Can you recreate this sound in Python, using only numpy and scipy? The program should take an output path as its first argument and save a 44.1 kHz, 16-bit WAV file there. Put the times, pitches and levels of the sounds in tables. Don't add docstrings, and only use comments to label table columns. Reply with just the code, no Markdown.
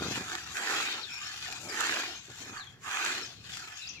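import sys
import numpy as np
from scipy import signal
from scipy.fft import rfft, irfft, next_fast_len
from scipy.io import wavfile
from scipy.ndimage import uniform_filter1d, map_coordinates

SR = 44100
rng = np.random.default_rng(int(sys.argv[2]) if len(sys.argv) > 2 else 0)


def dump_mix(stems):
    frames = np.atleast_2d(stems).T
    limited = np.clip(frames, -1, 1)
    pcm = np.round(limited * 32767).astype(np.int16)
    wavfile.write(sys.argv[1], SR, pcm)


N = 176400
TIME_S = np.arange(N) / SR

# time_s, balance_db, scrape_db, hiss_db
BACKSWINGS = [
    [(0.0, -1, -42, -43.5), (0.09, -5, -45.5, -42), (0.145, -2, -41.5, -39), (0.22, -9, -49, -46.5),
     (0.348, -7, -41.5, -45), (0.454, -3.5, -52, -51.5), (0.52, -2.5, -45.5, -45)],
    [(1.05, -2, -57, -57), (1.126, -3, -49, -50.5), (1.21, -6, -48, -48.5), (1.29, -5, -44.5, -46),
     (1.43, -7, -51, -45), (1.49, -7.5, -44.5, -44.5), (1.62, 3, -55.5, -50.5)],
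    [(2.23, -3, -67, -56), (2.26, -8, -60, -53.5), (2.334, -2, -54.5, -55.5), (2.412, -7.5, -54.5, -51),
     (2.53, -8, -45.5, -57), (2.6, -7, -47, -59), (2.726, -4, -62.5, -70.5), (2.79, -2, -62, -81)],
    [(3.4, 0, -61.5, -58), (3.552, -4, -49, -44.5), (3.602, -6, -49, -50), (3.722, -7, -49.5, -53.5),
     (3.81, 0, -59, -47.5), (3.89, -7, -59, -49.5), (4.0, -4, -68, -56)],
]
# frequency_hz, left_db, right_db
DRAG_SPECTRUM = [(200, -23, -17), (354, -9, -9.5), (555, -20.5, -23), (772, -1.5, 2), (1035, -2, 2.5),
                 (1216, 4.5, 13.5), (1580, 6, 14.5), (1956, 4.5, 6), (2550, -2.5, -1), (3170, -5.5, -8.5),
                 (4330, -8, -14.5), (6180, -13.5, -24), (7170, -9.5, -31.5), (8470, -27, -37.5),
                 (12000, -29.5, -37.5), (15000, -34.5, -52)]
# time_s, body_db, sizzle_db
DRAG_TONE = [(0.0, 1, -0.5), (0.35, 6.5, 3), (0.47, -1.5, 1.5), (1.14, -12, 1), (1.5, 4.5, 0),
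             (2.33, 2.5, 2.5), (2.55, -1.5, 8), (3.4, -0.5, -1), (3.68, 1.5, 4.5), (3.95, -2, -8)]
# centre_hz, width_hz, boost_db
BLADE_MODES = [(744.5, 50, 8.5), (1727, 29, 7), (2480, 122, 5.5), (3420, 54, -2), (6070, 92, 2.5),
               (7000, 180, 0)]
# frequency_hz, coherence (0-1), left_lead_rad
PORT_COHERENCE = [(100, 1, 0), (403, 1, -0.5), (520, 0.85, 1.25), (805, 0.97, 0.68), (1320, 0.83, 1),
                  (1860, 1, 1.58), (1840, 0.4, 1.5), (2100, 0.38, -2), (2700, 0.2, -5), (3140, 0.51, -2),
                  (3860, 0.47, -3), (6000, 0, -5.5), (8100, 0.1, -2)]
# frequency_hz, level_db
RUMBLE_SPECTRUM = [(25, -40), (45, -35), (72, -1.5), (92, -5.5), (115, -1), (170, -8.5), (260, -15),
                   (500, -21), (1500, -58), (15000, -76)]
# time_s, level_db
RUMBLE_ENVELOPE = [(0.0, -44), (0.04, -50.5), (0.4, -62), (0.51, -53), (0.66, -81), (0.72, -65.5),
                   (1.61, -59.5), (1.97, -66), (2.83, -59), (2.95, -74.5), (3.5, -55.5), (3.82, -69),
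                   (3.87, -59), (4.0, -57)]
# frequency_hz, level_db
HISS_SPECTRUM = [(100, 5.5), (500, -1), (1500, 0.5), (3000, 0.5), (6000, -3.5), (9000, -19), (15000, -16)]
# start_s, length_s, level_db
STEPS = [(.005, 0.038, -37.5), (0.038, 0.12, -42), (0.17, 0.027, -38), (0.187, 0.1, -52),
         (1.089, 0.018, -55.5), (1.473, 0.14, -60.5), (1.631, 0.069, -48.5), (2.28, 0.024, -48),
         (2.395, 0.15, -50.5), (3.9, 0.15, -62.5)]
# frequency_hz, level_db
STEP_SPECTRUM = [(40, -45), (90, -3), (140, -3.5), (290, -2), (400, -7), (600, -12.5), (1200, -14),
                 (4000, -58)]
# start_s, level_db, tilt_db_per_octave
SNAPS = [(0.159, -26, 1), (.353, -20, 1.5), (.570, -25, 4.5), (0.673, -18.5, -3), (0.803, -22, -6),
         (0.886, -24, -8), (1.405, -37, 6), (1.526, -30.5, 9), (1.807, -24, 10), (1.824, -30.5, 7),
         (1.87, -23, -5), (1.895, -19, -10.5), (1.924, -21, -4), (1.97, -20, -4), (2.036, -22.5, -1),
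         (2.971, -18, -2), (3.05, -27, 7.5), (3.062, -15.5, 1.5), (3.571, -31, 7)]
# time_s, balance_db, crunch_db, hiss_db, heap_db
CUTS = [
    [(0.53, -1, -57, -49, -64), (0.572, -7, -37, -42, -50.5), (0.61, -7, -41, -45.5, -50),
     (0.68, -8, -36.5, -39, -46), (0.79, -6.5, -35, -38.5, -48), (0.92, -2, -41.5, -44, -51.5),
     (0.992, -2, -45.5, -49.5, -54.5), (1.07, 0, -62.5, -56, -66)],
    [(1.62, 4, -56, -47, -55), (1.675, 0, -52.5, -49.5, -51), (1.72, -5.5, -45, -44, -50.5),
     (1.83, -8, -34.5, -38.5, -48), (1.92, -6, -37.5, -40, -46), (2.02, -2.5, -37.5, -43, -49.5),
     (2.17, -0.5, -52, -52.5, -61), (2.23, 1, -60, -62.5, -93)],
    [(2.79, -4, -72, -74, -84), (2.835, -6.5, -51, -53, -78), (2.88, -8, -38.5, -46, -57),
     (2.97, -7, -37, -42.5, -58.5), (3.06, -7.5, -38, -40.5, -49.5), (3.18, -4.5, -41, -43, -50),
     (3.27, -1, -52, -51, -56.5), (3.4, 7, -69.5, -64.5, -81)],
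]
# frequency_hz, left_db, right_db
CUT_SPECTRUM = [(70, -64, -64), (165, -34, -33.5), (327, -19.5, -19.5), (540, -27, -26.5), (860, -11.5, -8),
                (990, -10, -5), (1350, -5, 2.5), (1870, -7, 2), (2150, -8.5, -3.5), (2240, -2.5, -3),
                (2680, -9, -4.5), (3730, -8, -12), (5600, -16, -18.5), (7180, -10.5, -28.5),
                (8640, -27.5, -33.5), (12100, -29, -35), (15100, -34, -58)]
# start_s, length_s, resonance_hz, level_db
RASPS = [(0.548, 0.046, 2470, -40), (0.583, 0.28, 815, -47.5), (0.743, 0.22, 2460, -40.5),
         (1.049, 0.21, 2450, -43.5), (2.92, 0.23, 2480, -38), (3.742, 0.25, 2650, -48.5)]
# start_s, length_s, first_hz, middle_hz, last_hz, level_db
CHIRPS = [(0.963, 0.091, 4930, 5540, 5450, -51.5), (1.015, 0.045, 4940, 3980, 3350, -39),
          (1.061, 0.04, 3210, 3500, 2980, -45), (1.094, 0.088, 5070, 5480, 5340, -44.5),
          (1.232, 0.065, 5000, 5490, 5140, -45.5), (1.44, 0.034, 2194, 1900, 1650, -46),
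          (1.686, 0.033, 5330, 4790, 4420, -40), (2.101, 0.027, 5000, 5300, 5570, -49),
          (2.144, 0.051, 5900, 6420, 6130, -43), (2.134, 0.024, 2730, 2984, 3030, -45),
          (2.566, 0.082, 4600, 4100, 2890, -48), (2.654, 0.044, 3530, 3330, 3100, -49),
          (3.215, 0.039, 5100, 5500, 4750, -44), (3.25, 0.022, 6940, 6340, 5600, -47),
          (3.515, 0.041, 3730, 3450, 3330, -45.5), (3.815, 0.036, 4230, 3870, 3830, -46),
          (3.868, 0.018, 4580, 5200, 6600, -40), (3.888, 0.019, 6920, 5600, 4700, -37.5),
          (3.952, 0.04, 2780, 2500, 2180, -47.5)]

AHEAD_DB, HISS_PAN_SHARE = -6.5, 0.42


def amp(db):
    return 10 ** (np.asarray(db) / 20)


def unit(x):
    return x / np.sqrt(np.mean(x ** 2) + 1e-20)


def along(points, hz):
    knots_hz, *columns = np.transpose(points)
    return np.array([np.interp(np.log(hz + 1), np.log(knots_hz + 1), column) for column in columns])


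def wobble(rate_hz):
    knots = rng.standard_normal(int(N * rate_hz / SR) + 4)
    return map_coordinates(knots, [TIME_S * rate_hz])


def filtered(x, response):
    size = next_fast_len(N + SR // 2)
    return irfft(rfft(x, size) * response(np.fft.rfftfreq(size, 1 / SR)), size)[..., :N]


def lowpass(x, edge_hz, order):
    return filtered(x, lambda hz: 1 / (1 + (hz / edge_hz) ** order))


def ports(pair, spectrum):
    left, unrelated = pair
    coherence = lambda hz: np.clip(along(PORT_COHERENCE, hz)[0], 0, 1)
    shared = filtered(left, lambda hz: coherence(hz) * np.exp(-1j * along(PORT_COHERENCE, hz)[1]))
    right = shared + filtered(unrelated, lambda hz: np.sqrt(1 - coherence(hz) ** 2))
    return filtered(np.array([left, right]), lambda hz: amp(along(spectrum, hz)))


def stereo_noise(envelope, spectrum):
    return ports(envelope * rng.standard_normal((2, N)), spectrum)


def crackle(rate_hz, spread_db, life_s, rubbing, clump_db):
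    chance, size = rng.random(N), np.minimum(rng.exponential(size=N), 3)
    breaks = (chance < rate_hz / SR) * amp(spread_db * size) ** 2
    power = signal.lfilter([1], [1, -np.exp(-1 / (life_s * SR))], breaks)
    return np.sqrt(power / power.mean() + rubbing) * amp(clump_db * wobble(70))


def swings(tables, turn_s=0.048):
    power = 0
    for rows in tables:
        times, _, *levels_db = np.transpose(rows)
        fade = np.clip(.5 + np.minimum(TIME_S - times[0], times[-1] - TIME_S) / turn_s, 0, 1)
        power = power + fade * np.array([amp(np.interp(TIME_S, times, db)) ** 2 for db in levels_db])
    times, balance_db = np.vstack(tables).T[:2]
    pan_db = np.interp(TIME_S, times, balance_db) - AHEAD_DB
    return amp([pan_db / 2, -pan_db / 2]), *np.sqrt(power)


def blade(x, coupling):
    def modes(hz):
        return sum((amp(db) - 1) * 1j * hz * width / (centre ** 2 - hz ** 2 + 1j * hz * width)
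                   for centre, width, db in BLADE_MODES)
    return filtered(x, lambda hz: 1 + coupling * modes(hz))


def patchy(x, depth_db):
    spectra = signal.stft(x, nperseg=1024)[2]
    patches = uniform_filter1d(rng.standard_normal(spectra.shape[1:]), size=4, axis=0)
    patches = uniform_filter1d(patches, size=6, axis=1)
    return signal.istft(spectra * amp(depth_db * unit(patches)), nperseg=1024)[1][:, :N]


def bands(x):
    low, below_treble = lowpass(x, edge_hz=617, order=8), lowpass(x, edge_hz=2927, order=8)
    cores_hz = [(180, 600), (900, 2400), (3000, 8000)]
    core_rms = [filtered(x.mean(0), lambda hz: (hz > lo) & (hz < hi)).std() for lo, hi in cores_hz]
    return [part / rms for part, rms in zip([low, below_treble - low, x - below_treble], core_rms)]


def backswings(low_db=-17, scrape_db=-2, hiss_db=-0.5):
    pan, scrape, hiss = swings(BACKSWINGS)
    breaks = crackle(rate_hz=1100, spread_db=4, life_s=0.00053, rubbing=1.6, clump_db=1.2)
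    leaves = blade(stereo_noise(breaks, DRAG_SPECTRUM), coupling=1.1)
    low, middle, treble = bands(patchy(leaves, depth_db=3.5))
    scraping = amp(scrape_db) * scrape * (pan * middle + amp(low_db) * low)
    hissing = amp(hiss_db) * hiss * pan ** HISS_PAN_SHARE * treble
    return backswing_tone(scraping + hissing)


def backswing_tone(swish):
    times, *levels_db = np.transpose(DRAG_TONE)
    body_gain, sizzle_gain = [amp(np.interp(TIME_S, times, db)) for db in levels_db]
    body = lowpass(swish, edge_hz=900, order=10)
    sizzle = swish - lowpass(swish, edge_hz=5460, order=20)
    return swish + (body_gain - 1) * body + (sizzle_gain - 1) * sizzle


def open_air(rumble_db=1.5, swell_db=1.5, incoherent_db=-7.5, hiss_db=-65):
    incoherent = filtered(rng.standard_normal((2, N)), lambda hz: amp(along(RUMBLE_SPECTRUM, hz)))
    level_db = np.interp(TIME_S, *np.transpose(RUMBLE_ENVELOPE)) + rumble_db + swell_db * wobble(8.24)
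    rumble = unit(stereo_noise(1, RUMBLE_SPECTRUM) + amp(incoherent_db) * incoherent)
    return amp(level_db) * rumble + amp(hiss_db) * unit(stereo_noise(1, HISS_SPECTRUM))


def feet(attack_s=0.005, release_s=0.067):
    pressure = 0
    for start, length, db in STEPS:
        rise = np.clip((TIME_S - start) / attack_s, 0, 1)
        fall = np.clip(.5 + (start + length - TIME_S) / release_s, 0, 1)
        pressure = pressure + amp(db) * rise * fall
    breaks = crackle(rate_hz=250, spread_db=4.5, life_s=0.00088, rubbing=0.58, clump_db=0)
    return pressure * unit(stereo_noise(breaks, STEP_SPECTRUM))


def stem_snaps(gain_db=6, crack_t60_s=0.009, splinter_t60_s=0.031, splinter_db=-10.5):
    t, cracks = np.arange(SR // 8) / SR, np.zeros((2, N + SR))
    envelope = amp(-60 * t / crack_t60_s) + amp(splinter_db - 60 * t / splinter_t60_s)
    hz = np.fft.rfftfreq(len(t), 1 / SR)
    octaves = np.log2(np.clip(hz, 690, 7700) / 2100)
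    for start, db, tilt_db in SNAPS:
        noise = irfft(rfft(rng.standard_normal((2, len(t)))) * amp(tilt_db * octaves), len(t))
        cracks[:, round(start * SR):][:, :len(t)] += amp(db) * envelope * noise
    return amp(gain_db) * ports(cracks[:, :N], CUT_SPECTRUM)


def cutting_strokes(heap_db=-0.5, crunch_db=-1):
    pan, crunch, hiss, heap = swings(CUTS)
    breaks = crackle(rate_hz=1600, spread_db=3.5, life_s=0.00045, rubbing=1.7, clump_db=0.65)
    stalks = blade(stereo_noise(breaks, CUT_SPECTRUM), coupling=0.59)
    low, middle, treble = bands(patchy(stalks, depth_db=3))
    hissing = hiss * pan ** HISS_PAN_SHARE * falling_leaves(treble)
    return amp(heap_db) * heap * low + amp(crunch_db) * crunch * pan * middle + hissing


def falling_leaves(treble, low_hz=1850, high_hz=5650, rustle_change_db=11.5, sizzle_change_db=-6):
    ends_s = [s for rows in CUTS for s in (rows[0][0], rows[-1][0])]
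    progress = np.interp(TIME_S, ends_s, np.tile([-.5, .5], len(CUTS)))
    rustle = filtered(treble, lambda hz: 1 / (1 + (hz / high_hz) ** 12) / (1 + (low_hz / (hz + 1)) ** 12))
    return amp(rustle_change_db * progress) * rustle + amp(sizzle_change_db * progress) * (treble - rustle)


def steel_rasps(stage_q=9):
    slips = crackle(rate_hz=680, spread_db=3, life_s=0.00053, rubbing=1, clump_db=0.5)
    grit, rasps = stereo_noise(slips, HISS_SPECTRUM), 0
    for start, length, centre, db in RASPS:
        ring = filtered(grit, lambda hz: (1j * hz / (1j * hz + stage_q * (centre - hz ** 2 / centre))) ** 2)
        swell = np.sin(np.pi * np.clip((TIME_S - start) / length, 0, 1))
        rasps = rasps + amp(db) * swell * unit(ring)
    return rasps


def birds(waver_depth=0.01, flutter_db=3, right_db=-14.5):
    song = np.zeros(N + SR)
    waver = np.pad(waver_depth * wobble(700), (0, SR))
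    flutter = np.pad(amp(flutter_db * wobble(160)), (0, SR))
    for start, length, first, middle, last, db in CHIRPS:
        progress = np.linspace(0, 1, int(length * SR))
        span = slice(int(start * SR), int(start * SR) + len(progress))
        arc = np.polyfit([0, .5, 1], [first, middle, last], 2)
        pitch_hz = np.polyval(arc, progress) * (1 + waver[span])
        envelope = amp(db) * np.sqrt(2 * abs(np.sin(np.pi * progress))) * flutter[span]
        song[span] += envelope * np.sin(2 * np.pi * np.cumsum(pitch_hz) / SR)
    return scattered(song[:N]) * amp([[0], [right_db]])


def scattered(call, t60_s=0.29, echo_db=-1.5):
    t = np.arange(SR // 2) / SR
    tail = rng.standard_normal((2, len(t))) * amp(-60 * t / t60_s)
    echo = signal.fftconvolve(call[None], tail / np.linalg.norm(tail[0]), axes=1)[:, :N]
    return call + amp(echo_db) * echo


def scene():
    mower = cutting_strokes() + backswings() + steel_rasps() + stem_snaps() + feet()
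    return mower + birds() + open_air()


def record(dry):
    return filtered(dry, lambda hz: hz < 15600)


dry = scene()
out = record(dry)
dump_mix(out)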